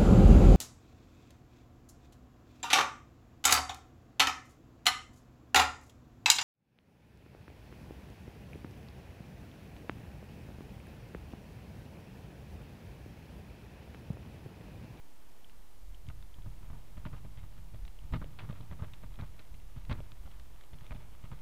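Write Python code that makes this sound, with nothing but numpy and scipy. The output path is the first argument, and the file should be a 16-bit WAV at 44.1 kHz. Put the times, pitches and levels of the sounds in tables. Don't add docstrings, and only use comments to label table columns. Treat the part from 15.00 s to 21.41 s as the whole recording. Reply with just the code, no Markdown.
import sys
import numpy as np
from scipy.fft import rfft, irfft, next_fast_len
from scipy.io import wavfile
from scipy.ndimage import uniform_filter1d, map_coordinates

SR = 44100
rng = np.random.default_rng(int(sys.argv[2]) if len(sys.argv) > 2 else 0)


def transcribe(u):
    v = np.clip(np.atleast_2d(u).T, -1, 1)
    q = np.round(v * 32767).astype(np.int16)
    wavfile.write(sys.argv[1], SR, q)


N = 282884


def amp(db):
    return 10 ** (np.asarray(db) / 20)


def unit(x):
    return x / np.sqrt(np.mean(x ** 2) + 1e-20)


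def gain(spectrum, hz):
    freq_hz, level_db = np.transpose(spectrum)
    return amp(np.interp(np.log(hz + 1), np.log(freq_hz + 1), level_db))


def curves(rows):
    time_s, *columns = np.transpose(rows)
    return [np.interp(np.arange(N) / SR, time_s, column) for column in columns]


def wobble(rate_hz):
    knots = rng.standard_normal(int(N * rate_hz / SR) + 4)
    return map_coordinates(knots, [np.arange(N) * rate_hz / SR])


def filtered(x, response):
    size = 2 * next_fast_len(len(x))
    return irfft(rfft(x, size) * response(np.fft.rfftfreq(size, 1 / SR)), size)[:len(x)]


def causal(magnitude):
    cepstrum = irfft(np.log(np.maximum(magnitude, 1e-6)))
    half = len(cepstrum) // 2
    cepstrum[1:half] *= 2
    cepstrum[half + 1:] = 0
    return np.exp(rfft(cepstrum))


def noise(spectrum):
    return unit(filtered(rng.standard_normal(N), lambda hz: gain(spectrum, hz)))


def steady(x, window_s):
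    power = np.abs(uniform_filter1d(x * x, int(window_s * SR)))
    return x / np.sqrt(power + 0.42)


def add(track, start_s, sound):
    start = max(round(start_s * SR), 0)
    track[start:start + len(sound)] += sound[:max(len(track) - start, 0)]


# freq_hz, density_db
HUSH_SPECTRUM = [(15, -3.5), (50, -4.5), (100, -5), (200, -2), (350, -5), (600, -8), (900, -7.5),
                 (1400, -15), (2200, -18), (3200, -19), (5000, -29.5), (12000, -32)]
# freq_hz, density_db
HISS_SPECTRUM = [(100, 5.5), (3000, 1.5), (5000, 0.5), (8000, -1), (12000, -1.5), (14500, -0.5),
                 (15600, -7.5)]


def background(hush_db=-66, drift_db=0.7, hiss_db=-68.5):
    hush = amp(hush_db + drift_db * wobble(rate_hz=2.5)) * noise(HUSH_SPECTRUM)
    return hush + amp(hiss_db) * noise(HISS_SPECTRUM)


# time_s, sway_db, rumble_db
RIDE_LEVELS = [(0.0, -67.5, -74), (0.64, -62, -71.5), (0.98, -51.5, -62.5), (1.32, -50, -61.5),
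               (2.0, -56, -58), (2.14, -52.5, -52), (2.95, -50, -62), (3.36, -54.5, -53.5),
               (4.66, -52.5, -62), (5.02, -51.5, -74), (5.43, -53, -63), (6.41, -54, -59)]
# freq_hz, density_db
SWAY_SPECTRUM = [(8, -14), (20, -4.5), (32, 5), (41, 8), (52, -5), (65, -1), (85, -26.5), (140, -61)]
# freq_hz, density_db
RUMBLE_SPECTRUM = [(45, -35), (72, 2), (100, 6.5), (125, -0.5), (150, 0), (180, -7.5), (212, -14),
                   (250, -18), (330, -18), (600, -67.5)]


def rolling(sway_gain_db=3, rocking_db=3.8, uneven_db=2.2):
    sway_db, rumble_db = curves(RIDE_LEVELS)
    bricks = wobble(rate_hz=13)
    heave = amp(1) * shudder(t60_s=0.18, growth=2.06)
    jolts = amp(-7) * shudder(t60_s=0.53, growth=1)
    sway_level = np.hypot(amp(sway_db + sway_gain_db + rocking_db * bricks), heave)
    rumble_level = np.hypot(amp(rumble_db + uneven_db * bricks), jolts)
    sway = sway_level * steady(noise(SWAY_SPECTRUM), window_s=0.041)
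    rumble = rumble_level * steady(noise(RUMBLE_SPECTRUM), window_s=0.0394)
    return sway + rumble + grit(load=np.hypot(amp(rumble_db), jolts))


def grit(load, base_db=-79.5, rise_db_per_s=1.65, flicker_db=3.5):
    crackle = unit(filtered(contacts(N, rate_hz=700, scatter_db=1.5), shell))
    pressure = np.sqrt(load / np.median(load))
    level_db = base_db + rise_db_per_s * np.arange(N) / SR + flicker_db * wobble(rate_hz=35)
    return amp(level_db) * pressure * crackle


def contacts(size, rate_hz, scatter_db):
    hits = rng.random(size) < rate_hz / SR
    signs = np.sign(rng.standard_normal(size))
    return hits * signs * amp(scatter_db * np.clip(rng.standard_normal(size), -2, 2))


# centre_hz, width_hz, level_db
SHELL_MODES = [(609, 24, -1), (916, 79, -4.5), (1226, 62, -5), (1370, 21, -12.5), (1730, 18, -24),
               (2140, 37, -11.5), (2280, 22, -33), (3030, 27, -14), (3340, 80, -15), (3680, 83, -16),
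               (4280, 45, -18), (4800, 53, -21)]
# freq_hz, density_db
CLACK_SPECTRUM = [(150, -36.5), (300, 1), (600, -3), (760, -5.5), (1100, -2), (1700, -6), (2300, -5),
                  (3300, -9), (4100, -15.5), (5000, -26.5), (8000, -41), (15000, -68)]


def shell(hz, ring_db=6, damp_hz=5000):
    ring_power = sum(np.abs(amp(db) * hz * width / (centre ** 2 - hz ** 2 + 1j * hz * width)) ** 2
                     for centre, width, db in SHELL_MODES)
    damping = 1 / (1 + (hz / damp_hz) ** 8)
    return causal(np.sqrt(gain(CLACK_SPECTRUM, hz) ** 2 + amp(ring_db) ** 2 * ring_power * damping))


def tap(pitch_hz, ring_t60_s, colour, snap_db, snap_t60_s, attack_s=0.0003):
    t = np.arange(SR // 20) / SR
    phase = 2 * np.pi * pitch_hz * t
    modes = np.sin(phase) + amp(min(snap_db, 0) - 1) * np.sin(0.786 * phase)
    ring = modes * amp(-60 * t / ring_t60_s) * (1 - np.exp(-t / attack_s))
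    snap = filtered(rng.standard_normal(len(t)) * amp(-60 * t / snap_t60_s), colour)
    sound = unit(ring) + amp(snap_db) * unit(snap)
    return sound / np.abs(sound).max()


# start_s, peak_db, pitch_hz, snap_db
PART_TICKS = [(0.445, -49, 3100, -26), (0.4963, -52, 2690, -13), (0.9457, -49, 3050, -24),
              (1.067, -53, 3130, -19), (1.0868, -44.5, 3400, -6), (1.2254, -48.5, 2600, -3),
              (1.342, -49.5, 3180, -23), (2.851, -45.5, 3580, 8), (2.8786, -45, 2800, -9),
              (2.9891, -49, 2940, -24), (3.3942, -41.5, 2500, -32), (3.6087, -49.5, 4160, -6),
              (3.935, -43, 3600, -11), (4.2108, -43, 2160, -7), (4.394, -48, 3630, 0),
              (4.8504, -49, 2650, -9), (4.9264, -35, 2220, -13), (5.1184, -42.5, 3420, 1),
              (5.2609, -53, 3140, -8), (5.3966, -48, 3470, -4), (5.6103, -49, 2600, -4),
              (5.7858, -49, 3020, -14), (5.8087, -48, 2340, -4), (5.8651, -45, 3270, 2),
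              (5.9085, -44.5, 2370, -26)]


def ticks(ring_t60_s=0.0069, snap_gain_db=8):
    out = np.zeros(N)
    snap_spectrum = [(300, -28), (900, 3), (1700, 2.5), (2700, 2.5), (3900, 9), (5000, -4.5),
                     (7500, -10.5), (10000, -22), (15000, -21)]
    colour = lambda hz: causal(gain(snap_spectrum, hz))
    for start_s, peak_db, pitch_hz, snap_db in list(PART_TICKS) + faint_ticks(count=11):
        tick = tap(pitch_hz, ring_t60_s, colour, snap_db + snap_gain_db, snap_t60_s=0.012)
        add(out, start_s + 0.0006, amp(peak_db) * tick)
    return out


def faint_ticks(count, under_way_s=0.9, spread_db=5, spread_octaves=0.29, snap_db=-13):
    when, size, pitch = rng.random((count, 3)).T
    start_s = under_way_s + np.sqrt(when) * (N / SR - under_way_s)
    peak_db = -54.5 + spread_db * (size - 0.5)
    pitch_hz = 2980 * 2 ** (spread_octaves * (pitch - 0.5))
    return [(*row, snap_db) for row in zip(start_s, peak_db, pitch_hz)]


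# start_s, length_s, chatter_db, edge_db (treble re chatter), thump_db
BRICK_BUMPS = [(1.047, .01, -70, -10, -52), (1.083, 0.021, -65.5, -15, -39), (1.101, 0.0063, -54, -7, -61),
               (1.385, 0.0061, -62.5, -14, -50.5), (1.46, 0.025, -62, -17, -41),
               (1.628, .012, -64.5, -16, -48), (1.701, 0.015, -60, -14, -43.5),
               (1.733, 0.032, -61, -22, -44.5), (1.971, 0.017, -58.5, -7.5, -44),
               (2.053, 0.023, -49.5, -9.5, -39.5), (2.13, 0.028, -56.5, -12.5, -42),
               (2.249, .016, -63.5, -8, -48), (2.374, 0.032, -69, 3.5, -44.5), (2.432, 0.019, -64, -6, -48),
               (2.58, 0.017, -67.5, -2, -46.5), (2.738, 0.021, -68, -19, -43), (3.04, .01, -86, -14, -44.5),
               (3.125, 0.036, -56, -5.5, -37), (3.137, 0.015, -43, -7.5, -34.5),
               (3.157, 0.017, -50, -8, -35.5), (3.216, 0.013, -49, -18, -39), (3.389, 0.016, -53.5, 0, -58),
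               (3.405, 0.025, -56, -6, -50), (3.435, 0.026, -58, -13, -42), (3.491, 0.029, -56, -13, -37),
               (3.606, 0.0068, -56, -29, -43.5), (3.713, 0.029, -55.5, -11.5, -39.5),
               (3.793, 0.026, -57.5, -20, -42.5), (3.823, 0.036, -53.5, -10.5, -38),
               (3.937, 0.0063, -61.5, 3.5, -60), (4.036, 0.011, -58, -11, -45),
               (4.19, .022, -53.5, -9, -40), (4.222, 0.024, -55, -16, -41.5),
               (4.393, .009, -60.5, 2.5, -53.5), (4.543, 0.0091, -72.5, 9.5, -50),
               (4.762, 0.032, -63, -6.5, -42), (4.897, 0.022, -48.5, -4.5, -36),
               (4.913, 0.022, -45.5, -5, -35.5), (4.934, 0.034, -56.5, -13, -43),
               (4.986, 0.012, -58, -18, -42.5), (5.118, .01, -73, -8, -54), (5.257, .02, -65, -21, -47),
               (5.733, 0.012, -61.5, -1, -44), (5.816, 0.011, -70, -10, -49),
               (5.909, 0.022, -52.5, -8.5, -42.5), (5.948, 0.024, -63.5, -1, -40.5),
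               (6.24, 0.028, -60.5, -5, -45.5), (6.316, .025, -55.5, -10.5, -42.5)]


def chatter(treble_gain_db=-1.5, split_hz=1900, release_t60_s=0.022):
    out, t = np.zeros(N), np.arange(4096) / SR
    hz = np.fft.rfftfreq(len(t), 1 / SR)
    clack = shell(hz)
    lowpass = 1 / (1 + (hz / split_hz) ** 8)
    for start_s, length_s, chatter_db, edge_db, _ in BRICK_BUMPS:
        climb_s = 0.76 * length_s
        shake = amp(-60 * np.maximum(t - climb_s, 0) / release_t60_s)
        train = contacts(len(t), rate_hz=1500, scatter_db=2) * shake
        train[0] = 2.6
        spectrum = rfft(train) * clack
        bands = ((lowpass, chatter_db), (1 - lowpass, chatter_db + edge_db + treble_gain_db))
        tone = sum(amp(db) * band / np.linalg.norm(irfft(spectrum * band)) for band, db in bands)
        add(out, start_s, np.sqrt(length_s * SR) * irfft(spectrum * causal(tone)))
    return out


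# pitch_hz, level_db, t60_s
FRAME_MODES = [(40.3, -1, 0.28), (62.4, 4, 0.073), (91.3, 9, 0.063), (117, 3.5, 0.12), (153, 1, 0.1),
               (203.3, -0.5, 0.074), (255, -7.5, 0.13)]


def thumps(gain_db=-2, lead_s=0.0022, rise_s=0.0044, pivot_hz=100, no_tilt_db=-56.5, scatter_db=1.8):
    out, t = np.zeros(N), np.arange(SR // 4) / SR
    pitch_hz, level_db, t60_s = np.transpose(FRAME_MODES)[:, :, None]
    octaves = np.maximum(np.log2(pitch_hz / pivot_hz), 0)
    for start_s, _, chatter_db, _, thump_db in BRICK_BUMPS:
        tilt_db_per_octave = 0.5 * (chatter_db - no_tilt_db)
        strength, detune, side = rng.standard_normal((3, len(FRAME_MODES), 1))
        weights = np.sign(side) * amp(level_db + tilt_db_per_octave * octaves + scatter_db * strength)
        phase = 2 * np.pi * pitch_hz * (1 + 0.04 * detune) * t
        modes = weights * amp(-60 * t / t60_s) * np.sin(phase)
        bounce = modes.sum(axis=0) * (1 - np.exp(-t / rise_s))
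        add(out, start_s - lead_s, amp(thump_db + gain_db) * bounce / np.std(bounce[:SR // 40]))
    return out


def shudder(t60_s, growth, rise_s=0.03, full_jolt_db=-35.5):
    power, t = np.zeros(N), np.arange(SR // 2) / SR
    shape = np.minimum(t / rise_s, 1) * amp(-60 * np.maximum(t - rise_s, 0) / t60_s)
    for start_s, *_, thump_db in BRICK_BUMPS:
        level_db = full_jolt_db + growth * (thump_db - full_jolt_db)
        add(power, start_s - rise_s, (amp(level_db) * shape) ** 2)
    return np.sqrt(power)


# start_s, peak_db, pitch_hz
HOLLOW_KNOCKS = [(2.250, -47, 620), (2.746, -45.5, 610), (3.243, -40, 566), (3.527, -41.5, 600),
                 (4.036, -49, 690), (5.004, -39.5, 560), (5.276, -47.5, 750), (5.949, -48, 804)]


def knocks():
    out = np.zeros(N)
    for start_s, peak_db, pitch_hz in HOLLOW_KNOCKS:
        knock = tap(pitch_hz, ring_t60_s=0.017, colour=shell, snap_db=-8, snap_t60_s=0.006)
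        add(out, start_s, amp(peak_db) * knock)
    return out


def scene():
    return (chatter() + thumps() + ticks() + knocks() + rolling() + background())[None]


def record(dry):
    top_hz, offset = 15665, 0.0085
    return filtered(dry[0], lambda hz: hz < top_hz)[None] + offset


dry = scene()
out = record(dry)
transcribe(out)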